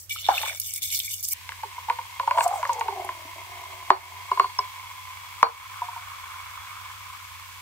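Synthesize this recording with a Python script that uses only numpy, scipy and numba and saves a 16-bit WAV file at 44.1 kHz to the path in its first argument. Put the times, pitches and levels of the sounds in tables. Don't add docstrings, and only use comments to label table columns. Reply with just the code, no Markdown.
import sys
import numpy as np
from scipy import signal
from scipy.fft import rfft, irfft
from scipy.io import wavfile
from scipy.ndimage import uniform_filter1d, minimum_filter1d
from numba import njit

SR = 44100
rng = np.random.default_rng(int(sys.argv[2]) if len(sys.argv) > 2 else 0)


def inscribe(sig):
    pcm = np.round(np.clip(np.atleast_2d(sig).T, -1, 1) * 32767)
    wavfile.write(sys.argv[1], SR, pcm.astype(np.int16))


N = 335907
TIME = np.arange(N) / SR
FOAM_CUT_S, POUR_END_S = 1.335, 5.84


def from_db(db):
    return 10 ** (np.asarray(db) / 20)


def rms_one(x):
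    return x / np.sqrt(np.mean(x ** 2) + 1e-20)


def peak_one(x):
    return x / (np.abs(x).max() + 1e-20)


def in_time(rows):
    s, *columns = np.transpose(rows)
    return [np.interp(TIME, s, c) for c in columns]


def at_hz(points, hz):
    f, db = np.transpose(points)
    return np.interp(np.log(hz + 1e-9), np.log(f), db)


def add(out, s, sound):
    i = max(int(s * SR), 0)
    out[..., i:i + sound.shape[-1]] += sound[..., :N - i]


def ramp(t, start, length):
    return np.clip((t - start) / length, 0, 1)


def swell(s, hold_s, db, rise_db_per_s, fall_db_per_s):
    rise_db = rise_db_per_s * np.maximum(s - TIME, 0)
    fall_db = fall_db_per_s * np.maximum(TIME - s - hold_s, 0)
    return db - rise_db - fall_db


def drift(rate):
    knots = rng.standard_normal(4096)
    return rms_one(np.interp(TIME * rate, np.arange(len(knots)), knots))


def resonate(x, hz, width):
    r = np.exp(-np.pi * width / SR)
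    numerator = np.array([1, 0, -1]) * (1 - r * r) / 2
    denominator = [1, -2 * r * np.cos(2 * np.pi * hz / SR), r * r]
    return signal.lfilter(numerator, denominator, x + 1e-18)


@njit
def glide(x, turn, keep):
    out, state = np.zeros(len(x)), 0j
    for i in range(len(x)):
        state = state * keep * complex(np.cos(turn[i]), np.sin(turn[i])) + x[i]
        out[i] = state.real
    return out


def moving_mode(x, hz, width):
    turn = 2 * np.pi * hz / SR
    once = glide(x, turn, np.exp(-np.pi * width / SR))
    return rms_one(glide(once, turn, np.exp(-4 * np.pi * width / SR)))


def coloured(x, spectrum):
    hz = np.fft.rfftfreq(N, 1 / SR)
    gain = from_db(at_hz(spectrum, hz)) * np.minimum(hz / spectrum[0][0], 1) ** 2
    return rms_one(irfft(rfft(x) * gain, N))


def pops(per_s, spread_db):
    at = np.flatnonzero(rng.random(N) < per_s / SR)
    size_db = spread_db * np.minimum(rng.exponential(1, len(at)), 4)
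    out = np.zeros(N)
    out[at] = from_db(size_db) * rng.choice([-1, 1], len(at))
    return out


def stereo(mid, side, likeness):
    c = np.clip(likeness, -.99, .99)
    return (np.sqrt(1 + c) * mid + np.sqrt(1 - c) * side * np.array([[1], [-1]])) / np.sqrt(2)


def stereo_noise(length, likeness):
    return stereo(*rng.standard_normal((2, length)), likeness)


def panned(x, pan_db):
    return x * from_db(np.array([[pan_db], [-pan_db]]) / 2)


def decay(t, t60):
    return from_db(-60 * t / t60)


def ping(t, hz, t60):
    return np.sin(2 * np.pi * hz * t) * decay(t, t60)


def onset(t, attack_s):
    return 1 - np.exp(-t / attack_s)


def swarm(colour, per_s, cycles, spread_db, patchy_db, pan_db, count):
    out = np.zeros((2, N))
    for hz in np.geomspace(colour[0][0], colour[-1][0], count):
        clicks = pops(per_s / count, spread_db) * from_db(patchy_db * drift(30))
        at = np.flatnonzero(clicks)
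        places_db = pan_db * rng.standard_normal(len(at)) * np.array([[1], [-1]])
        both = np.zeros((2, N))
        both[:, at] = clicks[at] * from_db(places_db)
        rung = resonate(resonate(both, hz, 2 * hz / cycles), hz, hz / 2)
        out += rms_one(rung) * from_db(at_hz(colour, hz)) * np.sqrt(hz)
    return rms_one(out)


def hum():
    hz = 94 + 3 * drift(9)
    level_db = -57 + 1.2 * drift(12)
    return np.sqrt(2) * np.sin(2 * np.pi * np.cumsum(hz) / SR) * from_db(level_db)


# (frequency [Hz], level [dB per Hz])
RUMBLE_COLOUR = [(25, -20), (45, -7), (63, 1.5), (85, 2.5), (125, -9), (200, -19.5), (500, -20),
                 (1500, -20.5)]


def rumble():
    return from_db(-54.5) * coloured(stereo_noise(N, 0.091), RUMBLE_COLOUR)


def background():
    return panned(hum() + rumble(), -6.0)


def room(x, t60=0.17, first_s=0.0052, dull_hz=3300):
    t = TIME[:SR // 3]
    echoes = rng.standard_normal((2, len(t))) * decay(t, t60) * np.clip(t / first_s - 1, 0, 1)
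    echoes = echoes / np.sqrt(np.sum(echoes ** 2) / 2)
    echoes = signal.sosfilt(signal.butter(2, dull_hz, fs=SR, output="sos"), echoes)
    return from_db(-12) * signal.fftconvolve(x, echoes, axes=1)[:, :N]


def head_level():
    swell_db, swell_s, peak_s, fade_db_per_s = 0.5, 1.3, 6.6, 5.5
    swollen_db = swell_db * ramp(TIME, POUR_END_S - swell_s / 2, swell_s)
    return swollen_db - fade_db_per_s * np.maximum(TIME - peak_s, 0)


# (frequency [Hz], level [dB per Hz])
FOAM_COLOUR = [(800, -61), (1500, 8), (2500, 13), (4000, 6.5), (6000, 4), (8500, 3), (10000, -2),
               (12500, 2), (15500, -0.5)]


def foam_hiss():
    follows = 0.083
    hiss = coloured(stereo(pops(14000, 3.63), pops(14000, 3.98), 0.13), FOAM_COLOUR)
    return from_db(-45 + follows * head_level()) * hiss


# (frequency [Hz], width [Hz], level [dB], left-right likeness [-1 to 1, clipped])
BOWL_AIR = [(1033.6, 94, 7, 1), (984, 220, 1, -1.3), (2214, 120, 3.5, 0.82), (3360, 64, -3.5, 0.4)]


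def foam_murmur():
    build_s, fill_rise, fill_rise_s = 0.3, 0.035, 2.15
    built = 1 - 0.78 * np.exp(-np.maximum(TIME - FOAM_CUT_S, 0) / build_s)
    ratio = 0.9725 + fill_rise * ramp(TIME, POUR_END_S - fill_rise_s, fill_rise_s)
    mid, side = pops(3500, 6.8), pops(3500, 1.8)
    air = 0
    for hz, width, db, alike in BOWL_AIR:
        pitch = hz * ratio
        mode = stereo(moving_mode(mid, pitch, width), moving_mode(side, pitch, width), alike)
        air = air + from_db(db) * mode
    return built * from_db(-42.5 + head_level()) * rms_one(air)


# (frequency [Hz], level [dB per Hz])
CRACKLE_COLOUR = [(1150, 6), (1600, -5.5), (2400, -17)]


def foam_crackle():
    growth_db_per_s, follows = 15, 1.45
    crackle = swarm(CRACKLE_COLOUR, per_s=900, cycles=18, spread_db=2.6, patchy_db=1.5, pan_db=5, count=9)
    level_db = -46 + follows * head_level() - growth_db_per_s * np.maximum(POUR_END_S - TIME, 0)
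    return from_db(level_db) * crackle


def foam():
    return foam_hiss() + foam_murmur() + foam_crackle()


# (time [s], frequency [Hz])
DRINK_PITCH = [(.3, 598), (1.9, 494), (2.3, 559), (2.38, 671), (2.53, 776), (2.67, 563), (2.89, 415),
               (3.22, 328), (3.55, 374), (4.4, 394.6), (5.44, 462), (5.8, 722)]


def drink_pitches():
    first_hz, = in_time(DRINK_PITCH)
    return first_hz, 1.25 * first_hz + 229.6


# (time [s], peak level [dB], tick level relative to the peak [dB], thud frequency [Hz])
KNOCKS = [(0.287, -5, -28, 800), (0.432, -23, 11, 884), (1.491, -34.5, 19, 956), (1.52, -37.5, 19, 1066),
          (1.633, -21.5, -6, 897), (1.779, -28.5, -16, 970), (1.884, -20.5, -21, 890),
          (1.899, -13, 4.5, 950), (1.987, -21.5, -1.5, 936), (2.197, -15.5, 0.5, 1010),
          (2.275, -11.5, -22, 920), (2.31, -11.5, 2, 1004), (2.374, -13, -11, 976), (2.384, -10, -2, 932),
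          (2.407, -13, 5, 953), (2.629, -16.5, 1, 1000), (2.652, -22.5, 12, 1130), (2.693, -12.5, -21, 985),
          (2.81, -16, 1.5, 917), (2.882, -16.5, -5, 910), (3.09, -21.5, 6, 1027), (3.9038, 6, -3.5, 990),
          (4.315, -10, -20, 1017), (4.373, -18, -22, 1018), (4.397, -3, -5, 1074),
          (4.442, -16.5, -10, 1028), (4.588, -12.5, -7, 1024), (5.4288, 6, -1, 1032),
          (5.465, -18, -20, 1005)]


def hard_blows():
    thump_hz, thump_t60, thump_db, thump_growth = 192, 0.0083, -35, 2.76
    crack_hz, crack_t60, crack_db, crack_growth = 3400, 0.0039, -20, 0.72
    out, t = np.zeros((2, N)), TIME[:SR // 8]
    for s, db, *_ in KNOCKS:
        burst = rng.standard_normal((2, len(t))) * decay(t, crack_t60)
        crack = peak_one(resonate(burst, crack_hz, crack_hz))
        thump = ping(t, thump_hz, thump_t60)
        blow = from_db(thump_db + thump_growth * db) * thump + from_db(crack_db + crack_growth * db) * crack
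        add(out, s, blow)
    return out


def knock_tick(t):
    tick = resonate(rng.standard_normal(len(t)) * decay(t, 0.0081), 1550, 730)
    return peak_one(resonate(tick, 1900, 2700))


def knock_wash(t):
    wash = stereo_noise(len(t), 0.084) * decay(t, 0.064)
    return peak_one(resonate(resonate(wash, 660, 340), 660, 1400))


def knock_sway(t):
    return ping(t, 1190, 0.091) * onset(t, 0.0024) * np.array([[1], [-1]])


# (frequency [Hz], level [dB], decay t60 [s])
GLASS_MODES = [(968, -18, 0.17), (1082, -6, 0.076), (1450, -2, 0.022), (1683, -4.5, 0.016),
               (2220, -21, 0.1), (2860, -7.5, 0.022), (4380, -29, 0.46)]


def knock_ring(t, length, drink_hz):
    modes = [(hz, db - 3, t60 * length) for hz, db, t60 in GLASS_MODES]
    modes += [(hz, db, 0.11) for hz, db in zip(drink_hz, (-22, -23))]
    ring = sum(from_db(db + rng.normal(0, 1)) * ping(t, hz, t60) for hz, db, t60 in modes)
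    return ring * onset(t, 0.0045)


def knocks():
    hard_from_db, hard_shortens = -14, 0.45
    out, t = np.zeros((2, N)), TIME[:SR // 4]
    first_hz, second_hz = drink_pitches()
    for s, db, tick_db, thud_hz in KNOCKS:
        now = int(s * SR)
        length = from_db(-hard_shortens * max(db - hard_from_db, 0))
        thud = peak_one(ping(t, thud_hz, 0.026 * length) * onset(t, 0.0042 * length) ** 2)
        ring = knock_ring(t, length, (first_hz[now], second_hz[now]))
        sound = peak_one(thud + ring) + from_db(-15) * knock_sway(t)
        sound = sound + from_db(tick_db - 6) * knock_tick(t) + from_db(-13) * knock_wash(t)
        add(out, s, from_db(db + 1) * sound)
    return signal.sosfilt(signal.butter(4, 310, "high", fs=SR, output="sos"), out + 1e-18)


# (time [s], peak level [dB], starting frequency [Hz], decay t60 [s], glide [octaves per s])
RINGS_AND_CHIRPS = [(0.106, -24, 2315, 0.1, -0.7), (0.16, -28.5, 1263, 0.012, 6),
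                    (0.299, -13, 900, 0.016, 20), (0.313, -20, 848, 0.12, -8),
                    (0.378, -15, 2400, 0.018, 35), (1.078, -26, 2290, 0.019, -3),
                    (1.65, -44, 423, 0.1, -3.5), (2.7, -20.5, 960, 0.15, -3), (2.885, -36, 400, 0.3, -.8),
                    (4.587, -15.5, 5360, 0.016, 0)]


def rings_and_chirps():
    out, t = np.zeros((2, N)), TIME[:SR // 3]
    for s, db, hz, t60, octaves_per_s in RINGS_AND_CHIRPS:
        pitch = hz * 2 ** np.clip(octaves_per_s * t, -.5, .5)
        sound = np.sin(2 * np.pi * np.cumsum(pitch) / SR) * decay(t, t60) * onset(t, 0.002) ** 2
        add(out, s, from_db(db - 1) * peak_one(sound))
    return out


# (time [s], peak level [dB], frequency [Hz])
PLOPS = [(2.231, -26, 950), (2.352, -23, 930), (2.46, -11, 740), (2.51, -19.5, 789), (2.536, -16, 799),
         (2.555, -20, 800), (2.786, -24.5, 914), (2.923, -23.5, 805), (2.97, -25.5, 757), (2.994, -24, 750),
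         (3.044, -25.5, 810), (3.251, -40, 300), (5.818, -16.5, 973), (5.885, -25, 954),
         (5.961, -26.5, 951)]


def plops():
    t60, drink_t60 = 0.033, 0.17
    out, t = np.zeros((2, N)), TIME[:SR // 4]
    first_hz, _ = drink_pitches()
    rise = onset(t, 0.0034) ** 2
    for s, db, hz in PLOPS:
        tone = ping(t, hz, t60) + from_db(-9) * ping(t, BOWL_AIR[0][0], t60)
        tail = from_db(-14) * ping(t, first_hz[int(s * SR)], drink_t60)
        add(out, s, from_db(db) * peak_one(peak_one(tone * rise) + tail * rise))
    return out


# (time [s], hold [s], level [dB], fall [dB per s])
PLUNGES = [(0.302, 0.22, -41, 448), (2.386, 0.056, -24, 51), (2.943, 0.074, -42, 97), (3.24, 0.82, -57, 43)]


def churn():
    return np.max([swell(s, hold_s, db, 325.5, fall) for s, hold_s, db, fall in PLUNGES], axis=0)


# (frequency [Hz], level [dB per Hz])
SLOSH_COLOUR = [(560, 7.5), (1000, 9), (1400, 11), (2000, 0.5), (3400, -1)]


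def slosh(foamy):
    bare_db, under_foam_db, muffle_hz = 4, -7, 1100
    plips = swarm(SLOSH_COLOUR, per_s=620, cycles=13, spread_db=3.0, patchy_db=1.5, pan_db=4, count=12)
    muffled = signal.sosfilt(signal.butter(3, muffle_hz, fs=SR, output="sos"), plips)
    bare_part = (1 - foamy) * from_db(bare_db) * plips
    foamy_part = foamy * from_db(under_foam_db) * muffled
    return from_db(churn()) * (bare_part + foamy_part)


def evened(x, size=900):
    return rms_one(x / np.sqrt(uniform_filter1d(x ** 2, size=size) + 1))


def ringing_drink():
    pass_hz, cut_db_per_octave, waver = 870, 51, 0.024
    gulps = pops(110, 2.0) * from_db(4 * drift(22))
    drink = 0
    for hz, width, db in zip(drink_pitches(), (34, 55), (-6.5, 3)):
        passed_db = -cut_db_per_octave * np.maximum(np.log2(hz / pass_hz), 0)
        tone = evened(moving_mode(gulps, hz * (1 + waver * drift(40)), width))
        drink = drink + from_db(db + passed_db) * tone
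    return drink


# (frequency [Hz], level [dB per Hz])
FIZZ_COLOUR = [(4500, -5), (5600, 1.5), (7000, 0), (8400, 4), (9500, -9), (11000, -2), (12500, 0),
               (15500, 1)]


def gulp_spray():
    growth, full_db = 0.11, -7
    first_hz, _ = drink_pitches()
    spray_hz = first_hz * 11.5 * (1 + .1 * drift(25))
    spray = np.array([moving_mode(pops(2500, 4.2), spray_hz, 1200) for side in range(2)])
    mist = from_db(-3) * coloured(stereo(pops(3100, 2.4), pops(4000, 5.3), 0.32), FIZZ_COLOUR)
    burst_db = -16 + growth * (churn() - full_db) + 4.5 * drift(35.64)
    return from_db(burst_db) * (spray + mist)


def gurgle():
    return from_db(churn()) * (ringing_drink() + gulp_spray())


# (time [s], peak level [dB], centre frequency [Hz])
SPURTS = [(0.599, -16, 12350), (0.6156, -25, 5520), (0.737, -21.5, 9900), (0.761, -22, 8200),
          (0.8293, -21.5, 11100), (0.8317, -27, 4320), (0.902, -27, 3640), (0.9264, -24.5, 5470),
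          (0.9469, -21, 5460), (0.958, -19, 12800), (0.9903, -18, 12800), (1.0, -21, 3370),
          (1.035, -28, 6360), (1.139, -25, 9700), (1.228, -22, 11500), (1.25, -22.5, 6750),
          (1.2854, -18, 11500), (1.32, -23.5, 9400), (2.478, -25, 8800), (2.674, -36, 6560),
          (2.731, -28.5, 6630), (2.795, -32.5, 6600), (3.047, -33.5, 10800)]


def spurts():
    out, t = np.zeros((2, N)), TIME[:SR // 12]
    treble = signal.butter(4, 2600, "high", fs=SR, output="sos")
    fade = decay(t, 0.016) + from_db(-15) * decay(t, 0.09)
    for s, db, hz in SPURTS:
        crowd = stereo_noise(len(t), 0.13) * onset(t, 0.0002) * fade
        sound = resonate(crowd, hz, hz / 6) + from_db(-14) * resonate(crowd, hz, hz)
        add(out, s, from_db(db + 6) * peak_one(signal.sosfilt(treble, sound)))
    return out


# (frequency [Hz], level [dB])
SPATTER_MODES = [(2270, -1), (2950, -4), (3550, 1), (4300, -7), (5520, -9.5)]


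def spatter():
    mode_spread_db, patchy_db, cycles = 4.0, 5, 17
    drops = pops(1000, 3.0)
    at, out = np.flatnonzero(drops), 0
    for hz, db in SPATTER_MODES:
        both = np.zeros((2, N))
        strength_db = mode_spread_db * rng.standard_normal((2, len(at))) + patchy_db * drift(28)[at]
        both[:, at] = drops[at] * from_db(strength_db) * rng.choice([-1, 1], (2, len(at)))
        rung = resonate(resonate(both, hz, hz / cycles), hz, hz / 5)
        out = out + from_db(db) * rms_one(rung)
    return rms_one(out)


# (landing time [s], length [s])
LULLS = [(0.094, 0.1), (0.597, 0.034), (0.82, 0.058), (1, 0.019), (1.232, 0.038), (1.276, 0.018)]
# (time [s], level [dB])
SLAPS = [(.15, -36.5), (.27, -30), (.68, -43), (.93, -38), (1.29, -46)]


def stream_on_ice():
    sag_db_per_s, slap_hold_s, slap_rise, slap_fall = 225, 0.043, 77.5, 49.5
    sagging_s = sum(np.maximum(TIME - s + length, 0) * (TIME < s) for s, length in LULLS)
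    clumps_db = 3.5 * drift(49.95)
    fizz_db = -39 + 5 * TIME
    fizz = swarm(FIZZ_COLOUR, per_s=5500, cycles=81, spread_db=2.0, patchy_db=-0.5, pan_db=6.0, count=18)
    splash_db = np.max([swell(s, slap_hold_s, db, slap_rise, slap_fall) for s, db in SLAPS], axis=0)
    landed = TIME > LULLS[0][0]
    splash = landed * from_db(splash_db) * spatter()
    return from_db(clumps_db - sag_db_per_s * sagging_s) * (from_db(fizz_db) * fizz + splash)


def scene():
    foamy = ramp(TIME, FOAM_CUT_S, 0.0021)
    glass = (1 - foamy) * stream_on_ice() + foamy * (foam() + gurgle())
    glass = glass + spurts() + slosh(foamy) + rings_and_chirps() + plops() + knocks() + hard_blows()
    left_lead_s = 8e-5
    glass = np.array([glass[0], np.roll(glass[1], round(left_lead_s * SR))])
    return glass + room(glass) + background()


def record(dry):
    range_db, release_db_per_s, cutoff_hz = 6, 20, 15600
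    over_db = np.clip(20 * np.log10(np.abs(dry).max(axis=0) + 1e-9), 0, range_db)
    release_db = release_db_per_s * TIME
    held_db = np.maximum.accumulate(over_db + release_db) - release_db
    gain_db = uniform_filter1d(minimum_filter1d(-held_db, size=45), size=45)
    limited = np.clip(dry * from_db(gain_db), -1, 1)
    return signal.sosfilt(signal.ellip(10, .1, 80, cutoff_hz, fs=SR, output="sos"), limited)


dry = scene()
out = record(dry)
inscribe(out)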